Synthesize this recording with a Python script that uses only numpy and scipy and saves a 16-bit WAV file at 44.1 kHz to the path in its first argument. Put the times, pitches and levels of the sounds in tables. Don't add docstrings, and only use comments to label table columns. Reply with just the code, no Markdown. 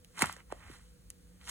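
import sys
import numpy as np
from scipy import signal
from scipy.fft import rfft, irfft
from scipy.io import wavfile

SR = 44100
rng = np.random.default_rng(int(sys.argv[2]) if len(sys.argv) > 2 else 0)


def bounce(signal):
    frames = np.transpose(np.atleast_2d(signal))
    limited = np.clip(frames, -1, 1)
    pcm = np.round(limited * 32767).astype(np.int16)
    wavfile.write(sys.argv[1], SR, pcm)


N = 66150
T = np.arange(N) / SR
FFT_SIZE = 2 * N
HZ = np.maximum(np.arange(N + 1) * SR / FFT_SIZE, 1)

# time in seconds, rustle level in dB, fizz level in dB.
PALM_PEELS = [(0, -96, -85), (0.128, -78.5, -72), (0.159, -58, -61.5), (0.183, -46, -49),
              (0.201, -49.5, -46.5), (0.211, -35, -35.5), (0.231, -33.5, -41.5), (0.251, -41, -47.5),
              (.28, -49.5, -49.5), (0.304, -51.5, -54.5), (.335, -52.5, -55), (.355, -66.5, -65.5),
              (0.402, -56.5, -66.5), (0.439, -89, -86.5)]
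FIST_CLOSES = [(.48, -78, -86), (0.504, -63.5, -67), (0.519, -51.5, -64), (.545, -68.5, -69.5),
               (.635, -58, -68), (0.748, -58.5, -60), (.81, -68.5, -71.5), (.88, -82.5, -71.5),
               (1.0, -99, -85)]
PALM_REOPENS = [(1.385, -83.5, -80), (1.413, -68, -68), (1.459, -62.5, -57), (1.476, -52, -54),
                (1.493, -44.5, -39), (1.5, -41.5, -42)]
# frequency in Hz, relative level in dB.
RUSTLE_SPECTRUM = [(60, -13), (200, -10), (420, -9), (600, -9.5), (850, -0.5), (1400, 1), (2400, -4),
                   (3000, -11), (5000, -25), (12000, -42)]
FIZZ_SPECTRUM = [(1200, -25), (3000, -1), (4600, 0.5), (6300, -2), (7400, 1), (8700, -1), (11000, -3),
                 (13200, -5.5), (14500, -15), (16000, -21)]
# start in seconds, peak in dB, first pitch in Hz,
# growth of the period in seconds per second, swell time in seconds.
AIR_POCKETS = [(0.1924, -36.5, 1536, .16, 0.0017), (.2125, -32, 863, .03, 0.0021),
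               (.2203, -19.5, 1916, 0.078, 0.00051), (.2222, -15.5, 1450, 0.33, 0.00044),
               (0.2236, -26, 800, 0.44, 0.0047), (.2298, -25.5, 1000, .05, .0009),
               (0.2417, -17, 1350, 0.22, 0.00044), (0.259, -38, 1214, 0.013, 0.00067),
               (0.2962, -27.5, 2000, 0.41, 0.00058), (0.3654, -40, 2000, 0.13, 0.00029),
               (.367, -51, 545, 0.054, 0.0021), (0.5031, -47.5, 1000, 0.06, .001),
               (0.5241, -26.5, 1600, 0.61, 0.0011), (.6985, -44, 524, 0.3, 0.0028)]
# start in seconds, level in dB, decay in seconds,
# lower and upper band edge in Hz.
TACKY_SPOTS = [(.0468, -44.5, 0.00093, 1850, 16000), (0.1922, -29, 0.0013, 1090, 11700),
               (0.21, -49, 0.00038, 1400, 12430), (.2203, -20, .001, 1395, 12000),
               (.2210, -21, 0.0018, 1690, 2900), (.2220, -14.5, 0.00084, 4260, 13100),
               (.2260, -19.5, .0004, 4240, 13500), (0.2581, -28.5, .0009, 4300, 12700),
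               (.269, -30.5, .0003, 2000, 12640), (0.2985, -38, 0.00083, 1110, 4850),
               (0.3263, -33.5, 0.0007, 2500, 14700), (0.3658, -42, 0.00046, 1390, 9050),
               (0.5236, -34, 0.00025, 1390, 8750), (1.1027, -24.5, 0.00017, 6700, 11800),
               (1.103, -46.5, 0.0016, 1180, 6500), (1.413, -49, 0.0011, 1200, 4000),
               (1.4746, -38.5, .0012, 1100, 9500)]
# time in seconds, level in dB.
HAND_RUMBLE = [(.21, -80), (.245, -49.5), (.3, -54), (.35, -69), (.5, -68), (.56, -55.5), (.62, -65.5),
               (.68, -53.5), (0.768, -58.5), (.85, -69)]
# frequency in Hz, lead of the left microphone in radians.
LEFT_LEAD = [(200, 0.5), (1000, 1.23), (2200, -1.3), (3300, -2), (4300, -2), (5200, -3.5), (7500, 1.55),
             (9500, -1.99), (11500, 4), (13500, 2), (15200, 8)]
# frequency in Hz, left minus right in dB.
LEFT_BALANCE = [(60, 0), (200, -3), (600, -3), (1300, 0.5), (2500, -8), (5000, 1.5), (12000, -0.5)]
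# centre in Hz, half-width in Hz, level in dB.
ROOM_DRONES = [(55.1, 6.7, -61.5), (176.4, 6.8, -66.5), (491, 25, -74)]
# frequency in Hz, gain on white noise in dB.
ROOM_TONE = [(20, -69.5), (50, -39), (90, -42), (180, -48.5), (300, -54), (420, -67.5), (800, -81),
             (2000, -79), (5000, -69), (10000, -66.5), (16000, -70.5)]
MICROPHONE_HISS = [(20, -72.5), (60, -55.5), (200, -51.5), (450, -59.5), (900, -67.5), (1600, -63.5),
                   (3000, -71), (4300, -70), (8000, -85), (16000, -87)]


def latex_crackle():
    times, rustle_db, fizz_db = np.transpose(PALM_PEELS + FIST_CLOSES + PALM_REOPENS)
    rustle = rms_one(colour(breaking_bonds(), RUSTLE_SPECTRUM))
    fizz = rms_one(colour(breaking_bonds(), FIZZ_SPECTRUM))
    return from_db(np.interp(T, times, rustle_db)) * rustle + from_db(np.interp(T, times, fizz_db)) * fizz


def breaking_bonds(clicks_per_s=8000, spread_db=3, clump_db=2.5, clump_s=0.002):
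    sizes = from_db(spread_db * np.minimum(rng.exponential(1, N), 4.43))
    signs = rng.choice([-1, 1], N)
    breaks = rng.random(N) < clicks_per_s / SR
    clumps = np.interp(T / clump_s, np.arange(N), rng.standard_normal(N))
    return sizes * signs * breaks * from_db(clump_db * clumps)


def air_pops():
    out = np.zeros(N)
    for start, db, hz, growth, swell_s in AIR_POCKETS:
        age = np.maximum(T - start, 0)
        cycles = np.log1p(growth * hz * age) / growth
        envelope = age / swell_s * np.exp(1 - age / swell_s)
        out += from_db(db) * envelope * np.sin(2 * np.pi * cycles)
    return out


def tacky_snaps():
    out = np.zeros(N)
    for start, db, decay_s, low_hz, high_hz in TACKY_SPOTS:
        decays = (T - start) / decay_s
        envelope = (decays >= 0) * (decays < 4.2) * np.exp(-np.abs(decays))
        burst = rng.choice([-1, 1], N) * envelope
        snap = band(band(burst, low_hz, high_hz), low_hz, high_hz)
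        burst_energy = decay_s * SR / 2
        out += from_db(db) * snap * np.sqrt(burst_energy / np.sum(snap ** 2))
    return out


def hand_rumble():
    times, db = np.transpose(HAND_RUMBLE)
    rumble = band(rng.standard_normal(N), low_hz=42.8, high_hz=96)
    return from_db(np.interp(T, times, db)) * rms_one(rumble)


def reflections(x, db, t60_s, delay_s, low_hz, high_hz):
    envelope = from_db(-60 * T / t60_s) * (T >= delay_s)
    tail = band(rng.standard_normal((2, N)) * envelope, low_hz, high_hz)
    response = rfft(rms_one(tail) / np.sqrt(N), FFT_SIZE)
    return from_db(db) * filtered(x, response)


def room_hum():
    out = np.zeros(N)
    for hz, half_width, db in ROOM_DRONES:
        peak = 1 / (1 + ((HZ - hz) / half_width) ** 2)
        out += from_db(db) * rms_one(filtered(rng.standard_normal(FFT_SIZE), peak))
    return out


def microphone_pair(x):
    sides = np.array([[.5], [-.5]])
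    gain = from_db(sides * over_hz(LEFT_BALANCE))
    phase = sides * over_hz(LEFT_LEAD)
    return filtered(x, gain * np.exp(1j * phase))


def from_db(db):
    return 10 ** (np.asarray(db) / 20)


def rms_one(x):
    return x / np.sqrt(np.mean(x ** 2) + 1e-20)


def over_hz(points):
    hz, value = np.transpose(points)
    return np.interp(np.log(HZ), np.log(hz), value)


def filtered(x, response):
    return irfft(rfft(x, FFT_SIZE) * response, FFT_SIZE)[..., :N]


def colour(x, spectrum):
    cepstrum = irfft(np.log(from_db(over_hz(spectrum))))
    fold = np.r_[1, np.full(N - 1, 2), 1, np.zeros(N - 1)]
    return filtered(x, np.exp(rfft(cepstrum * fold)))


def band(x, low_hz, high_hz):
    return signal.sosfilt(signal.butter(2, [low_hz, high_hz], "band", fs=SR, output="sos"), x + 1e-18)


def scene():
    glove = latex_crackle() + air_pops() + tacky_snaps()
    fingers = reflections(glove, db=-12, t60_s=0.036, delay_s=0, low_hz=2040, high_hz=5400)
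    room = reflections(glove, db=-21.5, t60_s=0.22, delay_s=0.0033, low_hz=100.2, high_hz=4000)
    background = colour(rng.standard_normal(N), ROOM_TONE) + room_hum()
    direct = microphone_pair(glove + hand_rumble() + background)
    hiss = colour(rng.standard_normal((2, N)), MICROPHONE_HISS)
    return direct + fingers + room + hiss


def record(dry):
    cutoff_hz = 16300
    return signal.sosfilt(signal.ellip(10, .1, 80, cutoff_hz, fs=SR, output="sos"), dry)


dry = scene()
out = record(dry)
bounce(out)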